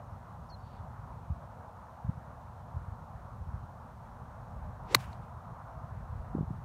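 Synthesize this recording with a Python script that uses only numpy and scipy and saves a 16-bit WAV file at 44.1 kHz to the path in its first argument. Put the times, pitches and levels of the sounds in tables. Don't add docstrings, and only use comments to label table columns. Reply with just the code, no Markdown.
import sys
import numpy as np
from scipy import signal
from scipy.fft import rfft, irfft
from scipy.io import wavfile

SR = 44100
rng = np.random.default_rng(int(sys.argv[2]) if len(sys.argv) > 2 else 0)


def gain_from_db(level_db):
    decades = np.asarray(level_db, float) / 20
    return 10 ** decades


def store_wav(level_fs):
    pcm = np.round(np.clip(np.atleast_2d(level_fs), -1, 1) * 32767)
    wavfile.write(sys.argv[1], SR, pcm.T.astype(np.int16))


N = 292824


def rms_one(x):
    return x / np.sqrt(np.mean(x ** 2) + 1e-20)


def in_time(rows):
    s, *columns = np.transpose(rows)
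    return [np.interp(np.arange(N) / SR, s, c) for c in columns]


def drift(rate):
    step = 40
    r = np.exp(-2 * np.pi * rate * step / SR)
    noise = rng.standard_normal(N // step + 2002)
    slow = signal.lfilter([1], [1, -2 * r, r * r], noise)[2000:]
    return np.interp(np.arange(N) / step, np.arange(len(slow)), rms_one(slow))


def coloured(source, spectrum):
    hz, db = np.transpose(spectrum)
    bins_hz = np.fft.rfftfreq(N, 1 / SR) + 1
    gain = gain_from_db(np.interp(np.log(bins_hz), np.log(hz), db, left=-70, right=-70))
    return rms_one(irfft(rfft(source) * gain, N))


def band(x, low_hz, high_hz):
    sos = signal.butter(2, [low_hz, min(high_hz, .45 * SR)], "band", fs=SR, output="sos")
    return signal.sosfilt(sos, x)


def gate(start, length, edge):
    t = np.arange(N) / SR - start
    return np.clip(np.minimum(t, length - t) / edge, 0, 1) ** 2


def ring(clicks, modes):
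    out = 0
    for hz, db, t60 in modes:
        r = gain_from_db(-60 / (t60 * SR))
        w = 2 * np.pi * hz / SR
        out = out + signal.lfilter([0, gain_from_db(db) * np.sin(w)], [1, -2 * r * np.cos(w), r * r], clicks + 1e-18)
    return out


def wind():
    # time in seconds, rumble level in dB.
    breeze = [(0.0, -52.5), (0.57, -50), (1.89, -55), (2.18, -52.5), (2.52, -53), (2.64, -50), (3.5, -49),
              (3.83, -52.5), (4.9, -47.5), (5.49, -51), (5.79, -51.5), (5.95, -48), (6.21, -49),
              (6.36, -46), (6.49, -47), (6.64, -49.5)]
    # frequency in Hz, level in dB per Hz.
    rumble = [(15, -51), (25, -22.5), (44, -2.5), (102, -2), (122, -1.5), (140, -6), (188, -10.5),
              (256, -22), (313, -33.5), (420, -26), (550, -56), (920, -120)]
    # time in seconds, peak in dB, frequency in Hz.
    puffs = [(1.307, -26, 95), (1.322, -26, 74), (2.05, -31, 114), (2.067, -29.5, 94), (2.083, -28.5, 81.5),
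             (2.094, -20.5, 129), (2.177, -31.5, 113), (2.747, -28.5, 91), (2.77, -26, 82),
             (2.884, -32.5, 105), (2.923, -35, 90), (3.154, -34.5, 98), (3.415, -29.5, 72),
             (3.542, -32, 92), (5.775, -34.5, 92), (5.841, -31, 106.4), (5.925, -31.5, 89),
             (6.104, -33.5, 69), (6.131, -32.5, 92), (6.158, -29.5, 84), (6.2, -30.5, 59.9),
             (6.329, -33, 107), (6.351, -26, 220), (6.371, -26.5, 168), (6.391, -25, 133.3),
             (6.41, -22, 124), (6.432, -33, 154.5), (6.48, -29.5, 82), (6.513, -28.5, 132),
             (6.542, -32, 125)]
    rumble_db, = in_time(breeze)
    deep_db = -56.5 + 1.8 * (rumble_db - rumble_db.mean()) + 1.1 * drift(4.0)
    noise = coloured(rng.standard_normal(N), rumble)
    deep = rms_one(band(noise, 15, 75))
    upper = rms_one(band(noise, 75, 900))
    out = gain_from_db(2.1 * drift(12)) * (gain_from_db(rumble_db) * upper - gain_from_db(deep_db) * deep)
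    for (s, db, hz), turn in zip(puffs, rng.random((len(puffs), 1))):
        half = int(2 * SR / hz)
        cycles = np.arange(-half, half) * hz / SR
        swing = np.exp(-(cycles / 0.54) ** 2) * np.cos(2 * np.pi * (cycles + 0.38 * (turn - .5)))
        start = round(s * SR) - len(cycles) // 2
        out[start:start + len(cycles)] += gain_from_db(db) * swing
    return out


def road():
    # time in seconds, roar level in dB.
    traffic = [(0.0, -52), (0.5, -54.5), (0.98, -52.5), (4.2, -53), (4.55, -51.5), (6.32, -51.5),
               (6.64, -52.5)]
    # frequency in Hz, level in dB per Hz.
    roar_colour = [(180, -42), (300, -14.5), (404, -16), (441, -12.5), (472, -4), (694, 1.5), (944, 2),
                   (1340, -4.5), (2040, -21.5), (3000, -35), (3900, -62), (6600, -120)]
    # frequency in Hz, level in dB per Hz.
    drone_colour = [(88, -37.5), (150, -5.5), (237, 1.5), (313, -13.5), (400, -11.5), (520, -40.5),
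                    (880, -120)]
    roar = 0
    for centre_hz in (320, 450, 650, 900, 1250, 1800, 2600):
        part = band(coloured(rng.standard_normal(N), roar_colour), centre_hz / 1.2, centre_hz * 1.2)
        roar = roar + gain_from_db(1.6 * drift(8.4)) * part
    roar_db, = in_time(traffic)
    drone = gain_from_db(-63) * coloured(rng.standard_normal(N), drone_colour)
    return gain_from_db(roar_db) * rms_one(roar) + drone


def bird():
    # start in seconds, length in seconds, level in dB, low and high edge in Hz.
    hoarse = [
        (0.482, .04, -72, 4900, 6000),
        (.54, .28, -78.5, 4400, 4640),
        (.6, 0.25, -76, 2600, 4300),
    ]
    start_s, length_s, edge_s, level_db = .496, 0.061, .006, -62.5
    from_hz, to_hz, sag_s = 4560, 3750, .07
    t = np.maximum(np.arange(N) / SR - start_s, 0)
    hz = to_hz + (from_hz - to_hz) * np.exp(-t / sag_s)
    turns = np.cumsum(hz * (1 + .005 * drift(99))) / SR
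    call = np.sqrt(2) * gain_from_db(level_db + 3.4 * drift(43)) * np.sin(2 * np.pi * turns)
    out = call * gate(start_s, length_s, edge_s)
    for s, length, db, low_hz, high_hz in hoarse:
        noise = rms_one(band(rng.standard_normal(N), low_hz, high_hz))
        out += gain_from_db(db) * noise * gate(s, length, 0.24 * length)
    return out


def pops():
    # time in seconds, peak in dB, width in seconds.
    breaks = [(1.306, -29, 0.0018), (2.049, -38, 0.0018), (2.095, -31, 0.0014), (6.352, -23.5, 0.00091),
              (6.384, -28.5, 0.00054), (6.39, -34, 0.00097), (6.397, -28.5, 0.0017), (6.41, -28.5, 0.0009),
              (6.431, -31, 0.0013), (6.507, -30, 0.0012)]
    out = np.zeros(N)
    for s, db, width in breaks:
        x = (np.arange(-400, 400) / SR / width) ** 2
        at = round(s * SR)
        out[at - 400:at + 400] += gain_from_db(db) * (1 - x) * np.exp(-x / 2)
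    return out


def swish():
    fastest_s, top_m_per_s = 4.942, 35
    speed_up_s, slow_down_s = .075, 0.019
    shaft_m, strouhal = .012, .2
    blur_hz = 90
    t = np.arange(N) / SR - fastest_s
    pace = np.exp(np.minimum(t / speed_up_s, -t / slow_down_s))
    turns = 2 * np.pi * np.cumsum(strouhal * top_m_per_s * pace / shaft_m) / SR
    vortices = drift(blur_hz) * np.sin(turns) + drift(blur_hz) * np.cos(turns)
    tone = gain_from_db(-38.5) * pace ** 2.8 * vortices

    white = rng.standard_normal((2, N))
    top_hz = 200 * top_m_per_s * pace + 900
    rush = 0
    for k, hz in enumerate(700 * np.sqrt(2) ** np.arange(9)):
        tilt = (1000 / hz) ** .75
        rush = rush + tilt * band(white[k % 2], hz, hz * np.sqrt(2)) / (1 + (hz / top_hz) ** 3.5)
    rush_peak_s, rush_fade_s, rush_power = 4.924, 0.039, 2.8
    late = np.arange(N) / SR - rush_peak_s
    rush *= np.exp(np.minimum(rush_power * late / speed_up_s, -late / rush_fade_s))
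    return tone + 5 * gain_from_db(-51) * rush


def thud():
    start_s, level_db, rise_s, t60_s = 4.9425, -22.5, 0.0036, 0.089
    from_hz, to_hz, sag_s = 716, 61.9, .012
    t = np.maximum(np.arange(N) / SR - start_s, 0)
    hz = to_hz + (from_hz - to_hz) * np.exp(-t / sag_s)
    shape = (1 - np.exp(-t / rise_s)) * gain_from_db(level_db - 60 * t / t60_s)
    return shape * np.sin(2 * np.pi * np.cumsum(hz * (t > 0)) / SR)


def blow():
    # time in seconds, level in dB on the face modes, on the head modes
    # and of the crack, crack t60 in seconds.
    contacts = [
        (4.945, -44, -37, -37, .03),
        (4.9475, -10.5, -24, -26, 0.0072),
        (4.948, -14.5, -20, -18.5, 0.0084),
        (4.9489, -25, -12.5, -26, .014),
        (4.9509, -19.5, -24, -26.5, .018),
    ]
    # frequency in Hz, level in dB, t60 in seconds.
    face_modes = [(2109, -5, .007), (2550, -2, 0.0061), (3130, -13.5, .007), (3880, -5.5, 0.011),
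                  (4230, -4, .009), (4500, -5, .007), (5430, -15.5, .008), (7300, -15, .007),
                  (8800, -13.5, 0.013), (10960, -18.5, .006), (12600, -10.5, 0.0065), (14550, -15, .005)]
    # frequency in Hz, level in dB, t60 in seconds.
    head_modes = [(1138, 2, 0.013), (1549, -8.5, .012)]
    # delay in seconds, level in dB, low and high edge in Hz.
    echoes = [
        (0.018, -34.5, 1198, 6500),
        (.1825, -42.5, 2600, 7500),
    ]
    face, head, crack = np.zeros((3, N))
    since = np.arange(4000) / SR
    for s, face_db, head_db, crack_db, t60 in contacts:
        at = round(s * SR)
        face[at] = gain_from_db(face_db)
        head[at] = gain_from_db(head_db)
        crack[at:at + 4000] += gain_from_db(crack_db - 60 * since / t60)
    ringing = band(ring(head, head_modes), 860, 6000) - band(ring(face, face_modes), 1700, 17000)
    direct = ringing + crack * band(rng.standard_normal(N), 1800, 15000)
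    out = direct.copy()
    for delay, db, low_hz, high_hz in echoes:
        out += gain_from_db(db) * np.roll(band(direct, low_hz, high_hz), round(delay * SR))
    return out


def spray():
    # frequency in Hz, level in dB per Hz.
    spray_colour = [(880, -30), (1500, 0), (1850, -6.5), (2510, -6), (4940, -15.5), (14300, -28.5),
                    (16100, -28.5)]
    # peak time in seconds, clods in dB, fine grit in dB,
    # fading time in seconds.
    handfuls = [
        (4.955, -50, -60, 0.0075),
        (5.01, -64, -61, .07),
        (5.004, -72, -59, 0.014),
        (5.042, -59, -65.5, 0.0178),
        (5.12, -71, -71, .025),
        (5.24, -72, -79, .03),
    ]
    sizes = gain_from_db(2.8 * np.minimum(rng.exponential(1, N), 5)) * rng.choice([-1, 1], N)
    landed = rng.random(N) < 20000 / SR
    patter = coloured(sizes * landed, spray_colour)
    clods = rms_one(band(patter, 1500, 4000))
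    grit = rms_one(band(patter, 2800, 18000))
    out = 0
    for s, clods_db, grit_db, fade in handfuls:
        t = (np.arange(N) / SR - s) / fade
        swell = np.exp(np.minimum(t / .8, -t))
        out = out + swell * (gain_from_db(clods_db) * clods + gain_from_db(grit_db) * grit)
    return out


def scene():
    air = wind() + pops() + road()
    club = swish() + thud() + blow() + spray()
    return (air + club + bird())[None]


def top_cut(x):
    return signal.sosfilt(signal.butter(12, 16250, fs=SR, output="sos"), x)


def record(dry):
    # frequency in Hz, level in dB per Hz.
    hiss_colour = [(1470, -26), (2500, -3), (4090, -3.5), (4920, -7.5), (5430, -5.5), (6440, -6),
                   (7560, -9.5), (9600, -8.5), (10400, -13), (12000, -11), (15700, -14)]
    hiss = gain_from_db(-76) * coloured(rng.standard_normal(N), hiss_colour)
    thin = signal.sosfilt(signal.butter(3, 39, "high", fs=SR, output="sos"), dry)
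    cut = signal.sosfilt(signal.cheby2(16, 80, 16600, fs=SR, output="sos"), thin + hiss)
    return top_cut(cut)


dry = scene()
out = record(dry)
store_wav(out)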